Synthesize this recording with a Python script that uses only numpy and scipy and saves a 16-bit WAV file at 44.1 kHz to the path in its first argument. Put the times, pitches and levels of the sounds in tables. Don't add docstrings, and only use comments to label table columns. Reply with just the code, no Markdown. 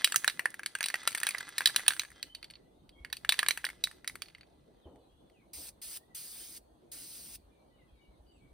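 import sys
import numpy as np
from scipy import signal
from scipy.fft import rfft, irfft, next_fast_len
from scipy.io import wavfile
from scipy.ndimage import uniform_filter1d, map_coordinates

SR = 44100
rng = np.random.default_rng(int(sys.argv[2]) if len(sys.argv) > 2 else 0)


def wav_out(sig):
    wavfile.write(sys.argv[1], SR, np.round(np.clip(np.atleast_2d(sig).T, -1, 1) * 32767).astype(np.int16))


N = 376173


def amp(db):
    return 10 ** (np.asarray(db) / 20)


def unit(x):
    return x / np.sqrt(np.mean(x ** 2) + 1e-20)


def along(points, hz):
    f, v = np.transpose(points)
    return np.interp(np.log(hz + 1), np.log(f + 1), v)


def curves(rows):
    s, *cols = np.transpose(rows)
    return [np.interp(np.arange(N) / SR, s, c) for c in cols]


def wander(step):
    return map_coordinates(rng.standard_normal(N // step + 4), [np.arange(N) / step])


def gate(spans, open_s, shut_s):
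    t = np.arange(N) / SR
    envelope = 0
    for start, end in spans:
        rise = np.clip((t - start) / open_s, 0, 1) ** 2
        fall = amp(-60 * np.clip(t - end, 0, 9) / shut_s)
        envelope = envelope + rise * fall
    return envelope


def filtered(x, response):
    m = next_fast_len(N + SR // 2)
    return irfft(rfft(x, m) * response(np.fft.rfftfreq(m, 1 / SR)), m)[..., :N]


def patchy(channels, patchy_db):
    z = signal.stft(rng.standard_normal((channels, N)), nperseg=512)[2]
    over_hz = uniform_filter1d(rng.standard_normal(z.shape[1:]), 6, 0)
    field = uniform_filter1d(over_hz, 8, 1)
    return signal.istft(z * amp(patchy_db * unit(field)), nperseg=512)[1][:, :N]


def ring(hz, t60, t):
    return np.sin(2 * np.pi * hz * t) * amp(-60 * t / t60)


# f/Hz, relative level/dB (per Hz)
DEEP = [(18, -32), (32, -5.5), (55, 4.5), (90, -6.5), (160, -19.5), (300, -61.5)]
WOOD = [(30, -37.5), (70, -16), (130, -8), (250, -8.5), (330, -6.5), (420, -10.5), (700, -13),
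        (1190, -24.5), (1600, -33.5), (2400, -64.5)]
AIR = [(900, -32), (1500, 3), (2300, -0.5), (4200, 4.5), (5400, -9), (9000, -7.5), (14000, -2), (16000, -8)]
SHEEN = [(6000, -30), (10000, -12), (12500, 0), (15200, 1), (16500, -6)]
# t/s, level/dB
DEEP_LEVEL = [(0, -77), (1.3, -90), (2, -69.5), (4.5, -69), (6.2, -72), (8.5, -66)]
# f/Hz, correlation (1 alike, -1 opposed)
ALIKE = [(60, .9), (130, .8), (290, .55), (640, -.18), (1400, -.15), (3100, .2), (15000, .05)]


def woodland():
    turn = lambda f: np.arccos(np.clip(along(ALIKE, f), -1, 1)) / 2
    deep_db, = curves(DEEP_LEVEL)
    layers = 0
    for spectrum, db, patchy_db in [(DEEP, deep_db, 2.5), (WOOD, -65, 2.5), (AIR, -79, 2.2), (SHEEN, -77, 1.5)]:
        mid, side = filtered(patchy(channels=2, patchy_db=patchy_db),
                             lambda f: amp(along(spectrum, f)) * [np.cos(turn(f)), np.sin(turn(f))])
        layers = layers + amp(db) * unit(np.array([mid + side, mid - side]))
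    return layers


# f/Hz, t60/s
TREES = [(300, .25), (2000, 0.18), (10000, 0.38)]


def trees(x):
    hz, t, z = signal.stft(rng.standard_normal((2, SR // 2)), SR, nperseg=256)
    decay = amp(-60 * t / along(TREES, hz)[:, None])
    tail = signal.istft(z * decay, SR, nperseg=256)[1]
    delayed = np.pad(x, ((0, 0), (200, 0)))
    return signal.fftconvolve(delayed, tail / np.linalg.norm(tail[0]), axes=1)[:, :N]


# f/Hz, gain/dB
TONE = [(5600, 0), (6600, 6), (6950, -5.5), (7350, -8), (7650, 3), (8400, 5.5), (10900, -0.5), (11350, -13),
        (12100, -29), (12550, -7.5), (13400, -14), (15400, -13), (16000, -27.5), (16800, -42.5)]


def tone(f):
    return amp(along(TONE, f))


# f/Hz, left over right/dB
LEAN = [(200, -1), (600, -2.5), (1500, -.6), (2600, -1), (4400, -4), (7000, -.5), (9000, .5), (15000, .8)]
# f/Hz, lead of left over right/rad
LEAD = [(600, 0), (1900, -.5), (3100, .8), (4800, .6), (6550, -1.8), (8530, -5.5), (12300, -10.4),
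        (16400, -15.2)]


def ports(x):
    half = np.array([[.5], [-.5]])
    return filtered(x, lambda f: amp(half * along(LEAN, f)) * np.exp(1j * half * along(LEAD, f)))


# t/s, bump level/dB, bump f/Hz, rustle level/dB
BUMPS = [(2.882, -41, 49, -91.5), (3.002, -31.5, 60, -73.5), (4.854, -33, 73.6, -51),
         (5.569, -36.5, 74, -56), (7.921, -39.5, 55.2, -89.5), (8.08, -41, 55, -88),
         (8.26, -43.5, 65, -95.5)]


def bumps():
    out, rustle, t = np.zeros(N + SR), np.zeros(N + SR), np.arange(SR // 2) / SR
    for s, bump_db, hz, rustle_db in BUMPS:
        span = slice(round(s * SR), round(s * SR) + len(t))
        out[span] += amp(bump_db) * ring(hz, 0.097, t) * (1 - np.exp(-t / 0.024))
        rustle[span] += amp(rustle_db - 60 * t / .6) * (1 - np.exp(-t / .005))
    dull_points = [(60, -18), (350, -0.5), (900, -10.5), (1500, -33.0), (4000, -62)]  # f/Hz, level/dB
    dull = filtered(patchy(channels=2, patchy_db=2.5), lambda f: amp(along(dull_points, f)))
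    return out[:N] + rustle[:N] * unit(dull + .7 * dull[::-1])


# t/s, length/s, start f/Hz, end f/Hz, bend (0 straight, + arches, - sags), level/dB
BIRDS = [(2.134, 0.1, 3260, 3220, -0.018, -65), (2.257, 0.104, 3010, 3115, 0, -57.5),
         (2.57, 0.12, 1837, 1990, 0.012, -79), (2.73, .12, 3630, 3570, 0.033, -84),
         (2.92, 0.098, 3246, 3230, 0.0059, -67.5), (2.945, 0.2, 2212, 2170, 0, -70),
         (4.752, .07, 3200, 3170, 0.011, -80.5), (4.81, 0.069, 4240, 2884, -0.099, -71.5),
         (4.883, 0.13, 3060, 3000, -0.0054, -83.5), (5.0, .06, 4670, 3850, -0.049, -79),
         (5.06, 0.26, 3107, 3285, 0.076, -77), (5.314, 0.13, 3292, 2080, -0.074, -73.5),
         (5.99, 0.065, 1780, 2000, -0.011, -74), (6.089, 0.072, 2050, 1906, -0.029, -71),
         (6.39, .065, 3060, 3130, 0, -61.5), (7.5, 0.18, 2407, 2308, -0.018, -78),
         (7.59, 0.046, 4210, 4110, -0.016, -79.5), (7.7, .061, 1963, 1970, -0.01, -77.5),
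         (7.715, 0.11, 3030, 2700, 0.017, -79), (7.78, .07, 2263, 2000, -0.037, -70),
         (7.869, 0.051, 2786, 2346, -0.024, -75), (7.87, 0.094, 3300, 3240, 0, -80.5),
         (7.94, 0.16, 2263, 2275, -0.0052, -74.5), (7.94, 0.11, 3820, 3800, 0, -80),
         (8.0, .07, 2950, 2670, 0.027, -74.5), (8.118, 0.038, 2180, 2110, 0, -78),
         (8.26, .14, 2925, 2300, .1, -74.5), (8.26, 0.072, 4700, 4600, 0, -77.5),
         (8.32, 0.038, 7600, 7800, .02, -82.5), (8.391, 0.13, 2286, 2243, 0, -74.5)]


def birds():
    out = np.zeros((2, N + SR))
    far = rng.random((260, 5))
    far_hz = 1700 + 3000 * far[:, 2]
    far_end_hz = far_hz * (1 - .1 * far[:, 3] ** 2)
    chorus = np.transpose([far[:, 0] * N / SR, .04 + .1 * far[:, 1], far_hz, far_end_hz,
                           0 * far_hz, -93 + 7 * far[:, 4]])
    for s, length, start_hz, end_hz, bend, db in [*BIRDS, *chorus]:
        u = np.arange(round(length * SR)) / (length * SR)
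        hz = (start_hz + (end_hz - start_hz) * u) * (1 + bend * 4 * u * (1 - u))
        side, knots = rng.uniform(-1, 1), rng.standard_normal((2, 64))
        pitch_waver, level_waver = [map_coordinates(k, [150 * u * length]) for k in knots]
        phase = 2 * np.pi * np.cumsum(hz * (1 + .008 * pitch_waver)) / SR
        swell = np.sin(np.pi * u ** .8) ** .6 * amp(4 * level_waver)
        note = np.sin(phase + 1.1 * np.array([[side], [-side]])) * swell
        out[:, round(s * SR):][:, :len(u)] += amp(db) * note
    return out[:, :N]


# valve opens t/s, valve shuts t/s, level/dB, drift/(dB per s)
PRESSES = [(5.53, 5.692, -48, -7.5), (5.814, 5.972, -47.5, 7), (6.145, 6.575, -46, -10.5),
           (6.914, 7.356, -48.5, -4.5)]
# f/Hz, relative level/dB (per Hz)
NOZZLE = [(500, -31), (1250, -27), (2800, -19), (4000, -11), (5000, -5), (6200, -11.5), (9000, -5),
          (16000, 12.5)]
OPEN_S, SHUT_S = 0.0045, 0.051
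SURGE_DB, SURGE_S = 3, .05
CHOKE_DB, CHOKE_S = 4.5, 0.019
LOW_HISS_DB, LOW_GROWS = -15.5, 0.37
FLUTTER_DB = 0.5


def spray():
    t, flow, surge_db = np.arange(N) / SR, 0, 0
    for opens, shuts, db, drift in PRESSES:
        since = np.clip(t - opens, 0, shuts - opens)
        until = np.clip(shuts - t, 0, shuts - opens)
        edge_db = SURGE_DB * np.exp(-since / SURGE_S) + CHOKE_DB * np.exp(-until / CHOKE_S)
        held = gate([(opens, shuts)], OPEN_S, SHUT_S)
        flow = flow + held * amp(db + drift * since + edge_db)
        surge_db = surge_db + held * edge_db
    flutter = wander(1500)
    noise = patchy(channels=2, patchy_db=2.0)
    white = noise[0] + 0.36 * noise[1] * [[1], [-1]]
    pair = filtered(white, lambda f: amp(along(NOZZLE, f)) * tone(f))
    low = filtered(pair, lambda f: 1 / (1 + (f / 3500) ** 4))
    hiss = unit(pair) + amp(LOW_HISS_DB + LOW_GROWS * surge_db) * unit(low)
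    return flow * amp(FLUTTER_DB * flutter) * hiss


# t/s, level/dB
SHAKE = [(0.0, -44.5), (0.11, -53.5), (0.26, -57), (0.59, -63), (1.0, -49.5), (1.14, -50.5), (1.25, -48.5),
         (1.46, -47.5), (1.86, -48.5), (2.04, -56), (2.42, -75), (2.61, -69.5), (2.9, -79), (3.18, -85.5),
         (3.3, -52), (3.51, -53.5), (3.64, -57.5), (3.75, -61), (3.89, -66.5), (4.13, -74.5), (4.25, -65),
         (4.45, -80)]
# f/Hz, relative level/dB (per Hz)
SLOSH = [(600, -44.5), (1200, -17.5), (3500, 7), (6000, -3.5), (9000, -9.5), (16000, -3.5)]
SKITTER_DB, SLOSH_DB = -5.5, -4.5


def shaking():
    shake_db, = curves(SHAKE)
    struck = rng.random(N) < 400 / SR
    ticks = struck * amp(6 * rng.exponential(size=N).clip(0, 3)) * rng.standard_normal(N)
    t = np.arange(SR // 20) / SR
    wall = ring(1700, .018, t) + 1.1 * ring(2000, .025, t) + 0.41 * ring(1400, .025, t) + 0.36 * ring(2500, .03, t)
    skitter = unit(signal.fftconvolve(ticks + 0.15 * rng.standard_normal(N), wall)[:N])
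    gulps = amp(4 * wander(400))
    waves = amp(3 * wander(2500))
    fizz = unit(gulps * patchy(channels=1, patchy_db=1.5)[0]) + 0.84 * unit(ticks)
    slosh = unit(filtered(fizz, lambda f: amp(along(SLOSH, f))))
    moving = gate([(-.1, 2.6), (2.98, 4.8)], 0.022, 0.099)
    return moving * waves * amp(shake_db) * (amp(SKITTER_DB) * skitter + amp(SLOSH_DB) * slosh)


# t/s, wall level/dB, dome over wall/dB, click over wall/dB, wall f/Hz
KNOCKS = [(0.0185, -36, -12.5, -10, 1580), (0.0447, -19, 7, 4.5, 1840), (0.0744, -26, -12, -9, 1640),
          (0.1218, -22, -10.5, -5.5, 1790), (0.1434, -19.5, -26, -10, 1320), (0.16, -16.5, -11.5, 2, 1720),
          (0.2447, -17, -25, -10, 1750), (0.2778, -11, -7, -10.5, 1750), (0.298, -29.5, 0, -7, 1700),
          (0.394, -15.5, -22.5, -16, 1920), (0.4567, -11.5, -29.5, -22.5, 1745),
          (0.504, -53, -12.5, 6, 1710), (0.5422, -31, -21, -11, 1870), (0.594, -26.5, -28, -16, 1620),
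          (0.633, -32, -15, -12, 1660), (0.661, -27, -3, -4, 2240), (0.7516, -19, -19.5, -14, 1580),
          (0.7871, -39, -26, -5, 2580), (0.8072, -15, -23, -17.5, 1650), (0.829, -25, -7, -5, 2530),
          (0.84, -25.5, 1.5, -5, 2450), (0.8596, -24.5, -3.5, -2, 2720), (0.8847, -29, -1, -1.5, 1670),
          (0.9012, -24.5, -17, -9.5, 1750), (0.9416, -15, -20, -17, 1940), (0.9556, -22.5, -25, -15, 1610),
          (1.0334, -40, -13, -7, 1320), (1.0751, -17.5, -5, -1, 1380), (1.1074, -39, -13, 0, 2220),
          (1.119, -34, -15, -7, 2100), (1.1274, -40, -9, -1, 2500), (1.1489, -19, -13.5, -5, 1854),
          (1.1757, -25, -34, -10, 1580), (1.181, -32.5, -2, -2, 2600), (1.2018, -34.5, -13, 3, 2550),
          (1.2324, -17.5, -15.5, -7.5, 1830), (1.268, -15.5, -14, -8.5, 1635),
          (1.2894, -24.5, -16, 0, 2480), (1.3079, -27.5, -7.5, -6.5, 2150),
          (1.3476, -19.5, -30, -22.5, 2020), (1.3743, -39, -32, -11, 1750), (1.3828, -33, -2, -1, 1830),
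          (1.407, -30.5, -35, -11, 1600), (1.4903, -38, -18, -2, 1650), (1.5818, -22.5, -3, 0, 1810),
          (1.6067, -20, -19, -16, 1580), (1.618, -26, -23, -12, 1690), (1.658, -16, 4.5, -1.5, 1690),
          (1.6729, -21, 2.5, -1, 1890), (1.6901, -34.5, -13.5, -11, 1740), (1.697, -28, -24, -15, 1680),
          (1.7034, -35.5, -12.5, -4, 1680), (1.7617, -21, 3, 2, 1680), (1.7823, -32.5, -9, -8, 1760),
          (1.7951, -26, -29, -11.5, 1860), (1.8045, -29.5, -28, -19, 1610), (1.864, -28, -8, -14, 1700),
          (1.8808, -14.5, -2, 1.5, 2620), (1.906, -21.5, -8.5, -16, 1580), (1.921, -27.5, -18, -12, 1520),
          (1.935, -32, -10, -4.5, 1600), (1.9653, -34.5, -15, -12, 1600), (1.9954, -24.5, 1, -1.5, 2400),
          (2.0176, -32, -12, -8, 1660), (2.0345, -32, -31, -11, 1810), (2.0496, -37, -11.5, -20, 1740),
          (2.1035, -45, -25, -6, 1810), (2.1171, -44, -31, -12, 1900), (2.2281, -34.5, 4, -0.5, 1840),
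          (2.3495, -41.5, 9, -1.5, 2440), (2.428, -37.5, -4, -14, 2500), (2.4433, -45, 5.5, -4, 2200),
          (2.501, -49.5, 5, -11, 2390), (2.5086, -46, -3, -4, 2060), (2.537, -58, 10, -15, 2530),
          (2.5549, -50, 4.5, -20, 2650), (2.8925, -52.5, -1, -8, 2516), (3.048, -27.5, -18, -20, 1910),
          (3.1006, -47.5, -6, -14, 1960), (3.1279, -24, -3.5, -6.5, 1760), (3.1685, -42.5, 3, 0, 2490),
          (3.248, -25, -23, -17, 1640), (3.2919, -15.5, 2, -3.5, 1694), (3.3223, -19, -1.5, -4.5, 1800),
          (3.3416, -27.5, -13, -15, 1710), (3.3909, -12.5, -7, -10, 1840), (3.4297, -17, -22, -16, 1670),
          (3.4631, -25, -7, -12, 1620), (3.485, -16, -6.5, -3, 1810), (3.5081, -20, -2, -7.5, 1900),
          (3.5744, -22, -22, -13.5, 1770), (3.6429, -15, -44, -22, 1720), (3.6504, -30.5, 4, 2, 1860),
          (3.6665, -25, -20, -15, 1960), (3.689, -31, -20, -12, 2200), (3.7012, -34, -19, -11.5, 2200),
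          (3.8394, -27.5, 9.5, 2.5, 2700), (3.8723, -31.5, -24, -12.5, 2030),
          (3.913, -40.5, -13.5, -10.5, 1780), (4.045, -37, -18.5, -15, 1900), (4.0766, -30, 2, 1.5, 1970),
          (4.0969, -33.5, -27, -12, 2080), (4.155, -34, -15, -7.5, 1940), (4.2202, -29, -4.5, -6, 2460),
          (4.2586, -52, 2, -10, 2500), (4.2843, -48, -4, -10, 2500), (4.2994, -52, -7.5, -22, 2530),
          (4.349, -37.5, -13.5, -24.5, 2070), (4.3829, -52.5, -18, -13, 1990),
          (4.4097, -47.5, -1, -16, 2430), (4.4318, -52.5, -5.5, -24, 2522), (4.9592, -63, -13, -7.5, 1870),
          (5.2988, -56.5, -10.5, -15.5, 1960)]
# f/Hz, t60/s; hard knocks favour the first, soft ones the second
DOME = [(3930, 0.032), (4500, .03)]
WALL_RING_DB, DOME_RING_DB, CLACK_DB = -5, 0, 7.5
SWAY_DB, SWAY_SAMPLES = 2, .4


def knocks():
    out, t = np.zeros((2, N + SR)), np.arange(4096) / SR
    hz = np.fft.rfftfreq(len(t), 1 / SR)
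    for s, wall_db, dome_over_db, click_over_db, wall_hz in KNOCKS:
        dome_db, click_db = wall_db + dome_over_db, wall_db + click_over_db
        chance, noise = rng.standard_normal(4), rng.standard_normal(len(t))
        wall = ring(wall_hz, .019, t) + .5 * ring(wall_hz * (1 + .06 * chance[0]), .024, t)
        hard = np.clip((dome_db + 38) / 14, 0, 1)
        detune = 1 + .012 * chance[1:]
        dome = sum(share * ring(mode_hz * c, t60, t)
                   for share, c, (mode_hz, t60) in zip([hard, 1 - 0.68 * hard], detune, DOME))
        struck_db = along([(250, wall_db - 35.0), (800, wall_db - 17), (1250, wall_db - 10.5),
                           (1800, wall_db - 2.5), (2900, (wall_db + dome_db) / 2 - 0.5),
                           (4000, dome_db + 0.12), (6500, click_db - 5), (14000, click_db + 10)], hz)
        struck_db += 2.6 * np.interp(hz, np.linspace(0, SR / 2, 40), rng.standard_normal(40))
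        spike = noise * amp(-60 * t / .0015)
        clatter = noise * (0.7 * amp(-60 * t / 0.014) + 0.12 * amp(-60 * t / 0.091))
        damped = amp(along([(4500, 3.5), (8000, -2.5)], hz))
        burst = 3.2 * rfft(spike) / np.linalg.norm(spike) + damped * rfft(clatter)
        fade_end = np.clip((t[-1] - t) / .02, 0, 1)
        clack = irfft(burst * amp(struck_db)) * fade_end
        blow = amp(wall_db + WALL_RING_DB) * wall + amp(dome_db + DOME_RING_DB) * dome + amp(CLACK_DB) * clack
        onset = 1 - np.exp(-t / 0.00027)
        lean_db, lag = rng.standard_normal(2) * [SWAY_DB, SWAY_SAMPLES]
        for port, side, late in zip(out, [.5, -.5], [0, round(lag)]):
            port[round(s * SR) + late:][:len(t)] += amp(side * lean_db) * blow * onset
    return out[:, :N]


def scene():
    can, jet, song = knocks() + shaking(), spray(), birds()
    echoes = trees(amp(-18) * can + amp(1) * song)
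    heard = ports(can) + echoes + amp(-3) * song + woodland() + bumps()
    return filtered(heard, tone) + ports(jet) + amp(-25.0) * trees(jet)


def record(dry):
    rounded = dry / (1 + np.abs(dry / .97) ** 6) ** (1 / 6)
    return filtered(rounded, lambda hz: hz < 16800)


dry = scene()
out = record(dry)
wav_out(out)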